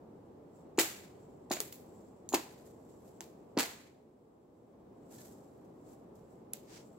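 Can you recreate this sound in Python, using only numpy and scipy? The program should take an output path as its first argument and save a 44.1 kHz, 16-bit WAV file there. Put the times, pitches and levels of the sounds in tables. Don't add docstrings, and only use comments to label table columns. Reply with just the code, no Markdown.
import sys
import numpy as np
from scipy import signal
from scipy.fft import rfft, irfft
from scipy.io import wavfile

SR = 44100
rng = np.random.default_rng(int(sys.argv[2]) if len(sys.argv) > 2 else 0)


def master(y):
    cut = np.clip(np.atleast_2d(y).T, -1, 1)
    pcm = np.round(cut * 32767)
    wavfile.write(sys.argv[1], SR, pcm.astype(np.int16))


N = 307818

# pitch in Hz, coherence from 0 to 1.
COHERENCE = [(60, 0.81), (130, 0.98), (290, 0.88), (640, 0.19), (1400, 0.051), (16000, 0.038)]
# pitch in Hz, relative dB per Hz.
ROAR_SPECTRUM = [(12, -57), (20, -28), (92, -6.5), (234, -1.5), (377, -2), (414, -2), (514, -5.5),
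                 (752, -11.5), (828, -11.5), (911, -15), (1050, -17), (1500, -29.5), (2730, -40),
                 (5450, -48.5), (6000, -44), (7800, -74), (13200, -120)]
HISS_SPECTRUM = [(500, -4), (2000, 2), (4000, 0), (6500, -2), (7600, 2), (8800, -4), (12000, -3),
                 (15500, -2.5)]
# pitch in Hz, relative dB per Hz.
COAT_SPECTRUM = [(1000, -22), (4000, -14), (6500, -10), (7400, 0), (7900, 0), (8600, -15), (15500, -15)]
SLEEVE_SPECTRUM = [(200, -19), (900, -2), (2200, 0.5), (3500, -2), (5300, 1), (7900, -1), (9000, -9.5),
                   (15500, -12)]
TWIG_SPECTRUM = [(300, -21), (1500, 1), (2500, -5.5), (5000, -1), (7700, 5.5), (9200, -3.5), (12500, 3),
                 (15500, -6)]
# middle in seconds, level in dB, half length in seconds.
BODY_MOVES = [(0.576, -79, 0.064), (1.29, -77, .16), (2.003, -77.5, 0.17), (2.8, -77.5, 0.5),
              (5.286, -75, 0.19), (5.905, -75, .09), (6.309, -79, .1), (6.852, -74, 0.13)]
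# slip in seconds, level in dB, rise and fade time constants in seconds.
TWIG_BRUSHES = [(1.298, -73.5, .008, 0.017), (2.5, -70, .04, 0.38), (2.7, -69.5, 0.11, 0.075),
                (3.07, -69.5, 0.083, 0.071), (5.125, -60, .016, 0.2), (5.25, -59.5, .035, 0.068),
                (5.535, -77, .005, 0.035), (5.645, -72.5, .005, .03), (5.89, -67.5, .005, 0.072),
                (6.155, -72, .005, 0.055), (6.325, -75, .02, .035)]
# pitch in Hz, time to fall by 60 dB in seconds.
FOREST_DECAY = [(100, .3), (350, .35), (900, .55), (1800, .62), (4000, .55), (8000, .52), (15500, .47)]
# pitch in Hz, relative dB per Hz.
SPLINTER_SPECTRUM = [(40, -30), (150, -12), (400, -4), (800, 1), (1100, -3), (2300, .5), (3200, -2.5),
                     (4300, -.5), (5600, -3.5), (7600, 2), (8900, -7.5), (12000, -4), (15500, -5)]
# pitch in Hz, relative level in dB, time to fall by 60 dB in seconds.
BLADE_MODES = [(1722, -17, 0.1), (4130, -9.5, 0.13), (6730, 0.5, 0.2), (6850, -5, 0.21)]
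BRANCH_MODES = [(337, 1, 0.22), (481, -9.5, .14), (573.3, -6.5, 0.054), (715, -4, 0.071), (942, -13.5, .15),
                (1045, -11.5, 0.07), (1415, -10.5, 0.062)]
# start in seconds, ring level in dB, ring tilt in dB per octave, bite level in dB.
BLADE_HITS = [(0.776, -42, 6, -27), (1.500, -52, 4, -30), (1.517, -36, 13, -24), (2.291, -48, 11, -36),
              (2.328, -38.5, 1, -19), (5.184, -65, -10.5, -40)]
# decay constant in seconds, tilt in dB per octave, bass limit in Hz,
# resonance in Hz, echo level in dB against the burst.
BITE_PIECE = (.003, -1, 2500, 6700.5, 2)
# start in seconds, level in dB, first and last pitch in Hz,
# upper bending wave in dB and branch ring in dB against the knock, ring pitch factor.
BRANCH_KNOCKS = [(0.7817, -20.5, 635, 282, -6, -8.5, 0.98), (1.5078, -29, 500, 232, 3.5, -10.5, 1.06),
                 (1.602, -37, 622, 380, -8.5, -8.5, 1.2), (2.3213, -42.5, 560, 263, 5.5, -5, 1.7),
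                 (2.3367, -20.5, 500, 306, 2, -17, 0.99), (3.2065, -49.5, 600, 262, 5.5, -6, 1.0),
                 (3.5684, -23.5, 850, 199.5, -16.5, -10.5, .84), (3.5794, -28.5, 700, 300, 2, -14, 1.4)]
# start in seconds, burst energy in dB,
# decay constant in seconds, tilt in dB per octave, bass limit in Hz, resonance in Hz,
# echo level in dB against the burst.
WOOD_CRACKS = [(0.7889, -0.5, 0.00034, 0, 400, 7700, 2), (0.794, -1.5, 0.0071, 0, 200, 14200, 3),
               (0.7997, -10.5, 0.00055, -.5, 200, 2352, 8), (1.5141, -9, 0.003, -0.2, 200, 4170, 4),
               (1.567, -19, 0.0023, -4.5, 500, 2100, 1), (1.6033, -5, 0.0014, 3.5, 400, 12200, -5.5),
               (1.7250, -19.5, 0.0025, 4.5, 1500, 13000, -1.5), (2.29, -16, .0006, 2, 5000, 6660, -6),
               (2.3428, -1, 0.0079, 3, 201.5, 14500, -18.5), (2.345, -4.5, 0.0061, -1.5, 200, 4590, -2.5),
               (3.207, -18, 0.00071, 0.7, 792.5, 6000, -5), (3.575, -10, 0.0022, -6, 300, 4500, -0.5),
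               (3.5874, -6.5, .001, -1, 300, 4200, 5.5), (3.595, -6, 0.0053, -1.5, 202, 2015, -1.5),
               (3.605, -8, 0.0044, -2.5, 300.8, 6050, 0), (3.6366, -15, 0.0009, -2, 300, 2200, -2.5),
               (6.5329, -23, 0.0035, 0, 2200, 14600, 1.5), (6.5351, -10.5, .0004, 3, 5000, 10800, -23)]

ROAR_DB, DIP_DB, DIP_AT_S, DIP_HALF_S = -55, -6.5, 4.28, 0.52
COAT_REST_DB = -91.5
SWISH_AT_S, SWISH_DB, SWISH_HALF_S = 6.755, -57.5, 0.069
KNOCK_CYCLES, UPPER_RATIO, UPPER_LAG_S, KNOCK_ECHO_DB = 2.5, 2.5, .001, -5.5
TEAR_PIECE, TEAR_DB, TEAR_LAG_S = (0.05, -5.5, 300, 2500, 0), 5.5, .0018
LEFT_DELAY = np.sinc(np.arange(8) - 1.5)
EDGE_HZ = 15850


def amp(db):
    return 10 ** (np.asarray(db) / 20)


def read(points, hz):
    f, value = np.transpose(points)
    return np.interp(np.log(hz + 1), np.log(f + 1), value)


def unit(x):
    return x / np.sqrt(np.mean(np.sum(x ** 2, -1)) + 1e-20)


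def add(mix, s, sound):
    part = mix[:, max(round(s * SR), 0):][:, :sound.shape[-1]]
    part += sound[..., :part.shape[1]]


def colour(x, spectrum, size=1024):
    cepstrum = irfft(np.log(amp(read(spectrum, np.fft.rfftfreq(size, 1 / SR)))))
    n = np.arange(size)
    fold = 2 * (n < size // 2) * (n > 0)
    taps = irfft(np.exp(rfft(cepstrum * fold)))
    return signal.oaconvolve(x, taps[None], axes=1)[:, :x.shape[1]]


def diffuse(size):
    a, b = rfft(rng.standard_normal((2, size)))
    same = np.clip(read(COHERENCE, np.fft.rfftfreq(size, 1 / SR)), -1, 1)
    return irfft([a, same * a + np.sqrt(1 - same ** 2) * b], size)


def lumps(size, per_s, depth_db):
    knots = rng.standard_normal(size // 8)
    position = np.arange(size) * per_s / SR
    return amp(depth_db * np.interp(position, np.arange(len(knots)), knots))


def swell(middle_s, half_s, steepness=2):
    return np.exp(-abs((np.arange(N) / SR - middle_s) / half_s) ** steepness)


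def background(hiss_db=-82.5, hiss_share=.5):
    dip_db = DIP_DB * swell(DIP_AT_S, DIP_HALF_S, steepness=3.9)
    roar = unit(colour(diffuse(N) * lumps(N, 12, 0.65), ROAR_SPECTRUM, size=8192))
    hiss = unit(colour(diffuse(N), HISS_SPECTRUM))
    roar_gain = amp(ROAR_DB + dip_db)
    hiss_gain = amp(hiss_db + hiss_share * dip_db)
    return np.sqrt(N) * (roar * roar_gain + hiss * hiss_gain)


def rubbing(spectrum, effort, grain_db, clump_db, sway_db=2.5):
    grains = diffuse(N) * lumps(N, 2300, grain_db)
    slips = grains * lumps(N, 70, clump_db) * lumps(N, 12, sway_db)
    return effort * np.sqrt(N) * unit(colour(slips, spectrum))


def cloth():
    moving = amp(COAT_REST_DB) + sum(amp(db) * swell(s, half_s) for s, db, half_s in BODY_MOVES)
    sweep = amp(SWISH_DB) * swell(SWISH_AT_S, SWISH_HALF_S, steepness=1.9)
    rustle = rubbing(COAT_SPECTRUM, moving, grain_db=3.5, clump_db=1.55, sway_db=3.0)
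    swish = rubbing(SLEEVE_SPECTRUM, sweep, grain_db=2.0, clump_db=1.2, sway_db=-0.2)
    return rustle + swish


def slip(s, rise_s, fade_s):
    t = np.arange(N) / SR - s
    return np.exp(np.maximum(-t, 0) / -rise_s - np.maximum(t, 0) / fade_s)


def twigs():
    slips = [amp(db) * slip(s, rise_s, fade_s) for s, db, rise_s, fade_s in TWIG_BRUSHES]
    effort = np.linalg.norm(slips, axis=0)
    return rubbing(TWIG_SPECTRUM, effort, grain_db=3.5, clump_db=2.8, sway_db=2.3)


def scatter(x, near_t60, far_db, rise_s, lumpy_db):
    t = np.arange(SR) / SR
    near = diffuse(SR) * lumps(SR, 900, lumpy_db) * amp(-60 * t / near_t60)
    hz, at, bands = signal.stft(diffuse(SR) * lumps(SR, 150, 1.7), SR, nperseg=256)
    fall = amp(far_db - 60 * at / read(FOREST_DECAY, hz)[:, None])
    far = signal.istft(bands * fall, SR, nperseg=256)[1][:, :SR]
    echoes = unit((near + far) * (1 - np.exp(-t / rise_s)))
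    return signal.fftconvolve(x, echoes, axes=1)[:, :SR]


def ring(modes, factor=1, tilt_db=0):
    t = np.arange(SR // 2) / SR
    lags_s = np.array([[0], [1]]) * rng.uniform(0, .00008, (len(modes), 1, 1))
    out = np.zeros((2, len(t)))
    for (hz, db, t60), lag in zip(modes, lags_s):
        tilt = tilt_db * np.log2(hz / modes[2][0])
        out += amp(db - 60 * t / t60 + tilt) * np.sin(2 * np.pi * hz * factor * (t + lag))
    return (1 - np.exp(-t / 0.0012)) * out


def wood(tilt_db, lowest_hz, resonance_hz, bump_db, octaves=0.23):
    hz = np.geomspace(40, 18000, 160)
    bass_db = -10 * np.log10(1 + (lowest_hz / hz) ** 4)
    bump = bump_db * np.exp(-(np.log2(hz / resonance_hz) / octaves) ** 2)
    tilt = tilt_db * np.log2(1 + hz / 500)
    return np.column_stack([hz, read(SPLINTER_SPECTRUM, hz) + tilt + bass_db + bump])


def crack(decay_s, tilt_db, lowest_hz, resonance_hz, echo_db):
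    out, t = np.zeros((2, SR)), np.arange(4096) / SR
    timbre = (tilt_db, lowest_hz, resonance_hz)
    envelope = np.exp(-t / decay_s) * (1 - np.exp(-t / 0.00017))
    fibres = rng.standard_normal((2, len(t))) * lumps(len(t), 3000, 2.5) * envelope
    left = unit(np.convolve(fibres[0], LEFT_DELAY)[:len(t)])
    right = amp(1.2) * unit(fibres[0] + .7 * fibres[1])
    purity_db = 4 + 18 * np.exp(-decay_s / .0005)
    add(out, 0, unit(colour(np.array([left, right]), wood(*timbre, bump_db=purity_db))))
    click = signal.unit_impulse(len(t))[None]
    source = unit(colour(click, wood(*timbre, bump_db=2.0)))
    echoes = scatter(source, near_t60=0.18, far_db=-8, rise_s=0.0012, lumpy_db=4.5)
    add(out, .0015, amp(echo_db) * echoes)
    return out


def clinks():
    out = np.zeros((2, N))
    for s, db, tilt_db, bite_db in BLADE_HITS:
        add(out, s, amp(db) * ring(BLADE_MODES, tilt_db=tilt_db))
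        add(out, s, amp(bite_db) * crack(*BITE_PIECE))
    return out


def bend(first_hz, last_hz):
    u = np.linspace(0, 1, int(KNOCK_CYCLES / last_hz * SR))
    hz = last_hz + (first_hz - last_hz) * np.exp(-u / .27)
    return np.sin(np.pi * u ** 0.88) * np.sin(2 * np.pi * np.cumsum(hz) / SR)


def knocks():
    out = np.zeros((2, N))
    for s, db, first_hz, last_hz, upper_db, ring_db, factor in BRANCH_KNOCKS:
        waves = (0, db, 1), (UPPER_LAG_S, db + upper_db, UPPER_RATIO)
        for lag, wave_db, ratio in waves:
            chirp = amp(wave_db) * bend(first_hz * ratio, last_hz * ratio)
            add(out, s + lag, chirp)
            echoes = scatter(chirp[None], near_t60=0.13, far_db=-11.0, rise_s=0.0023, lumpy_db=0.5)
            add(out, s + lag + len(chirp) / SR / 2, amp(KNOCK_ECHO_DB) * echoes)
        half_knock_s = KNOCK_CYCLES / last_hz / 2
        add(out, s + half_knock_s, amp(db + ring_db) * ring(BRANCH_MODES, factor))
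        add(out, s + TEAR_LAG_S, amp(db + TEAR_DB) * crack(*TEAR_PIECE))
    return signal.sosfilt(signal.butter(2, 50, "high", fs=SR, output="sos"), out)


def cracks():
    out = np.zeros((2, N))
    for s, db, *piece in WOOD_CRACKS:
        add(out, s, amp(db) * crack(*piece))
    return out


def scene():
    return background() + cloth() + twigs() + clinks() + knocks() + cracks()


def record(dry):
    taps = signal.firwin(511, EDGE_HZ, window=("kaiser", 9), fs=SR)
    return signal.oaconvolve(dry, taps[None], "same")


dry = scene()
out = record(dry)
master(out)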